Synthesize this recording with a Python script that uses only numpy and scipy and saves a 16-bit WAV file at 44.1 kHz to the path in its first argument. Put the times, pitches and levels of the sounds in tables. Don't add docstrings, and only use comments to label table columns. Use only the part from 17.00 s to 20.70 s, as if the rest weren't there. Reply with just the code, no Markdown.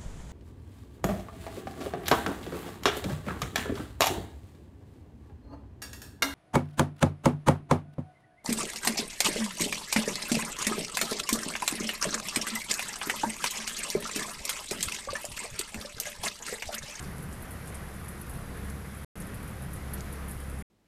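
import sys
import numpy as np
from scipy import signal
from scipy.fft import rfft, irfft, next_fast_len
from scipy.io import wavfile
from scipy.ndimage import uniform_filter1d, map_coordinates

SR = 44100
rng = np.random.default_rng(int(sys.argv[2]) if len(sys.argv) > 2 else 0)


def to_linear_factor(level_db):
    exponent = np.asarray(level_db, float) / 20
    return 10 ** exponent


def dump_mix(stems):
    frames = np.atleast_2d(stems).T
    limited = np.clip(frames, -1, 1)
    pcm = np.round(limited * 32767).astype(np.int16)
    wavfile.write(sys.argv[1], SR, pcm)


N = 163170


def sprays(rows, count):
    impact_pitch = 0.72
    impact_cycles, tick_cycles = 0.65, 2.15
    pitch_spread, tick_scatter_db = 0.11, 4
    fade_db = 1.5

    start_s, impact_db, spray_db, hz, spray_s = np.transpose(rows)[:, :, None]
    shape = (len(start_s), count)
    is_impact = np.arange(count) == 0
    delay = -np.log(1 - rng.random(shape)) * ~is_impact
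    pitch_ratio = np.exp(pitch_spread * rng.standard_normal(shape))
    scatter_db = tick_scatter_db * rng.standard_normal(shape)

    start = np.round((start_s + delay * spray_s) * SR).astype(int)[..., None]
    tick_hz = hz * np.where(is_impact, impact_pitch, pitch_ratio)
    tick_hz = np.clip(tick_hz, 1000, SR / 2.5)[..., None]
    tick_db = spray_db - fade_db * delay + scatter_db
    gain = to_linear_factor(np.where(is_impact, impact_db, tick_db))[..., None]
    cycles = np.where(is_impact, impact_cycles, tick_cycles)[:, None]

    k = np.arange(80)
    turns = tick_hz * k / SR
    ticks = gain * np.sin(2 * np.pi * turns) * np.exp(-turns / cycles)
    return np.bincount((start + k).ravel(), ticks.ravel(), minlength=N)[:N]


# start in seconds, impact level in dB,
# spray level in dB, spray pitch in Hz, spray length (mean tick delay) in seconds.
NEAR_PELLETS = [(.027, -33, -54.5, 8050, 0.008), (.04, -45.5, -52.5, 5500, 0.022),
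                (.183, -33, -61, 10600, .005), (.225, -50, -53.5, 10800, .012),
                (.288, -49.5, -65, 9500, 0.011), (.327, -31, -53, 8600, 0.013),
                (.423, -52, -52, 11200, .008), (.508, -46.5, -49.5, 11000, 0.014),
                (.657, -47, -59, 10300, .006), (.674, -36, -54.5, 8515, 0.0036),
                (.679, -38, -52.5, 8400, 0.015), (.745, -40, -49, 8800, .014),
                (1.045, -46, -58, 10100, .008), (1.083, -33, -49, 10500, .02),
                (1.214, -47, -50.5, 11000, .006), (1.295, -42.5, -49.5, 10500, .008),
                (1.336, -49, -54, 10500, 0.036), (1.570, -49, -57.5, 11300, .008),
                (1.646, -49, -58.5, 10400, .01), (1.7, -31, -55.5, 8960, 0.0068),
                (2.176, -44, -59, 11000, 0.0078), (2.201, -48, -50, 10070, .012),
                (2.220, -38, -55, 7000, .006), (2.269, -48.5, -56.5, 10700, .006),
                (2.343, -41.5, -53.5, 10600, .012), (2.430, -45, -56, 11150, .015),
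                (2.477, -48, -54.5, 9960, .014), (2.621, -44.5, -51, 10600, 0.014),
                (2.733, -48.5, -49, 10800, .012), (2.761, -44, -56, 8400, .008),
                (2.9355, -49, -41.5, 11950, .009), (2.938, -35, -60, 6000, 0.013),
                (2.977, -39.5, -53, 5470, .012), (3.007, -28.5, -49, 6550, 0.0024),
                (3.126, -35.5, -52, 10100, .012), (3.28, -53, -47.5, 10800, 0.032),
                (3.312, -31, -49.5, 10900, 0.0085), (3.402, -47, -56, 9500, .015),
                (3.499, -35, -58, 10600, 0.0036), (3.585, -45.5, -55.5, 9500, .012)]


def near_pellets():
    return sprays(NEAR_PELLETS, count=90)


# time in seconds, level in dB.
PATTER_SWELL = [(0, -57.5), (.3, -54.5), (.55, -54), (.7, -59.5), (.9, -53.5), (1.15, -54.5), (1.38, -53.5),
                (1.5, -62), (1.62, -52.5), (1.8, -59), (2.0, -50), (2.25, -60), (2.55, -59), (2.78, -58),
                (3.05, -61), (3.2, -59.5), (3.45, -55.5), (3.65, -55)]


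def patter():
    count, spray_s = 1400, 0.0064
    offset_db, scatter_db, impact_above_spray_db = -7, 4, 5
    centre_hz, pitch_spread = 10400, 0.14
    start_s = rng.random(count) * N / SR
    size = rng.standard_normal(count)
    hz = centre_hz * np.exp(pitch_spread * rng.standard_normal(count))
    spray_db = np.interp(start_s, *np.transpose(PATTER_SWELL)) + offset_db + scatter_db * size
    impact_db = spray_db + impact_above_spray_db
    rows = np.transpose([start_s, impact_db, spray_db, hz, np.full(count, spray_s)])
    return sprays(rows, count=8)


def unit(x):
    return x / np.sqrt(np.mean(x ** 2) + 1e-20)


def curves(rows):
    s, *columns = np.transpose(rows)
    return [np.interp(np.arange(N) / SR, s, column) for column in columns]


def wobble(rate):
    knots = rng.standard_normal(int(N * rate / SR) + 4)
    return map_coordinates(knots, [np.arange(N) * rate / SR])


def filtered(x, response):
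    m = next_fast_len(N + 8192)
    return irfft(rfft(x, m) * response(np.fft.rfftfreq(m, 1 / SR)), m)[..., :N]


def rush(spectrum, patchy_db, size):
    z = signal.stft(rng.standard_normal(N), nperseg=size)[2]
    field = uniform_filter1d(rng.standard_normal(z.shape), size=4, axis=0)
    field = uniform_filter1d(field, size=6, axis=1)
    noise = signal.istft(z * to_linear_factor(patchy_db * unit(field)), nperseg=size)[1][:N]
    f, level_db = np.transpose(spectrum)
    colour = lambda hz: to_linear_factor(np.interp(np.log(hz + 1), np.log(f + 1), level_db))
    return unit(filtered(noise, colour))


# frequency in Hz, relative density in dB per Hz.
HISS_COLOUR = [(150, -40), (250, -4), (484, -4.5), (624, -8.5), (818, -8), (890, -10.5), (1210, -8),
               (1970, -11), (2720, -19), (4200, -24), (6340, -28), (8600, -33), (10700, -32), (12500, -33),
               (14300, -33)]
# time in seconds, level in dB.
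HISS_SWELL = [(0, -47), (.9, -47), (1.9, -47), (2.4, -47), (3.0, -46), (3.7, -47.5)]


def hiss():
    level_db, = curves(HISS_SWELL)
    return to_linear_factor(level_db + 0.61 * wobble(3)) * rush(HISS_COLOUR, patchy_db=1.2, size=768)


# frequency in Hz, relative density in dB per Hz.
RUMBLE_COLOUR = [(12, -39), (20, -2), (38, -2), (52, -4), (80, -2), (100, -1.5), (120, -3.5), (145, -2),
                 (200, -1.5), (235, -10), (300, -13.5), (390, -26), (660, -120)]
# time in seconds, level in dB.
RUMBLE_SWELL = [(0, -41.5), (.5, -43.5), (1, -41.5), (1.5, -40.5), (2, -43), (2.5, -42), (3, -43),
                (3.7, -42.5)]


def rumble():
    level_db, = curves(RUMBLE_SWELL)
    return to_linear_factor(level_db + 0.31 * wobble(2.5)) * rush(RUMBLE_COLOUR, patchy_db=2, size=4096)


# time in seconds, pitch in Hz,
# level of the main tone in dB, unsteadiness as a plain factor (1 gives the full waver).
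HUM_COURSE = [(0, 68.5, -50, 1.05), (.6, 68.55, -48, 1.01), (1.2, 69, -49, 1.08), (1.7, 69.4, -42.5, 0.43),
              (2.3, 69.06, -45, 0.56), (2.6, 68.03, -44, 0.5), (2.9, 68.3, -41.5, 0.2),
              (3.3, 67.64, -39, .3), (3.7, 68.2, -43, 0.5)]
HUM_PARTIALS = {1.5: -15, 2: -9, 2.5: -14.5, 3: -14}


def hum():
    waver_db, drift_hz, partial_waver_db = 3.5, 1.4, 4
    hz, level_db, unsteady = curves(HUM_COURSE)
    phase = 2 * np.pi * np.cumsum(hz + drift_hz * unsteady * wobble(9)) / SR
    tone = np.sin(phase)
    for multiple, partial_db in HUM_PARTIALS.items():
        tone = tone + to_linear_factor(partial_db + partial_waver_db * wobble(4.1)) * np.sin(multiple * phase)
    gain = to_linear_factor(level_db + waver_db * unsteady * wobble(7.6))
    return np.sqrt(2) * gain * tone


def scene():
    return (near_pellets() + patter() + hiss() + rumble() + hum())[None]


def microphone(x):
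    port_hz, width_hz, top_hz = 10600, 2280, 14350
    port_db = 9.5

    def response(hz):
        damping = 1j * hz * width_hz
        port = 1 + to_linear_factor(port_db) * damping / (port_hz ** 2 - hz ** 2 + damping)
        return port * (hz < top_hz)

    return filtered(x, response)


# start in seconds, end in seconds.
GAPS = [(2.0468, 2.1552), (3.6248, 3.8)]


def drop_out(x):
    edge_s = 0.0006
    t = np.arange(N) / SR
    for start, end in GAPS:
        outside_s = np.maximum(start - t, t - end)
        x = x * np.clip(outside_s / edge_s + 0.5, 0, 1)
    return x


def roll_off(x):
    return signal.sosfilt(signal.butter(12, 15610, fs=SR, output="sos"), x)


def record(dry):
    heard = microphone(dry)
    mix = drop_out(heard)
    return roll_off(mix)


dry = scene()
out = record(dry)
dump_mix(out)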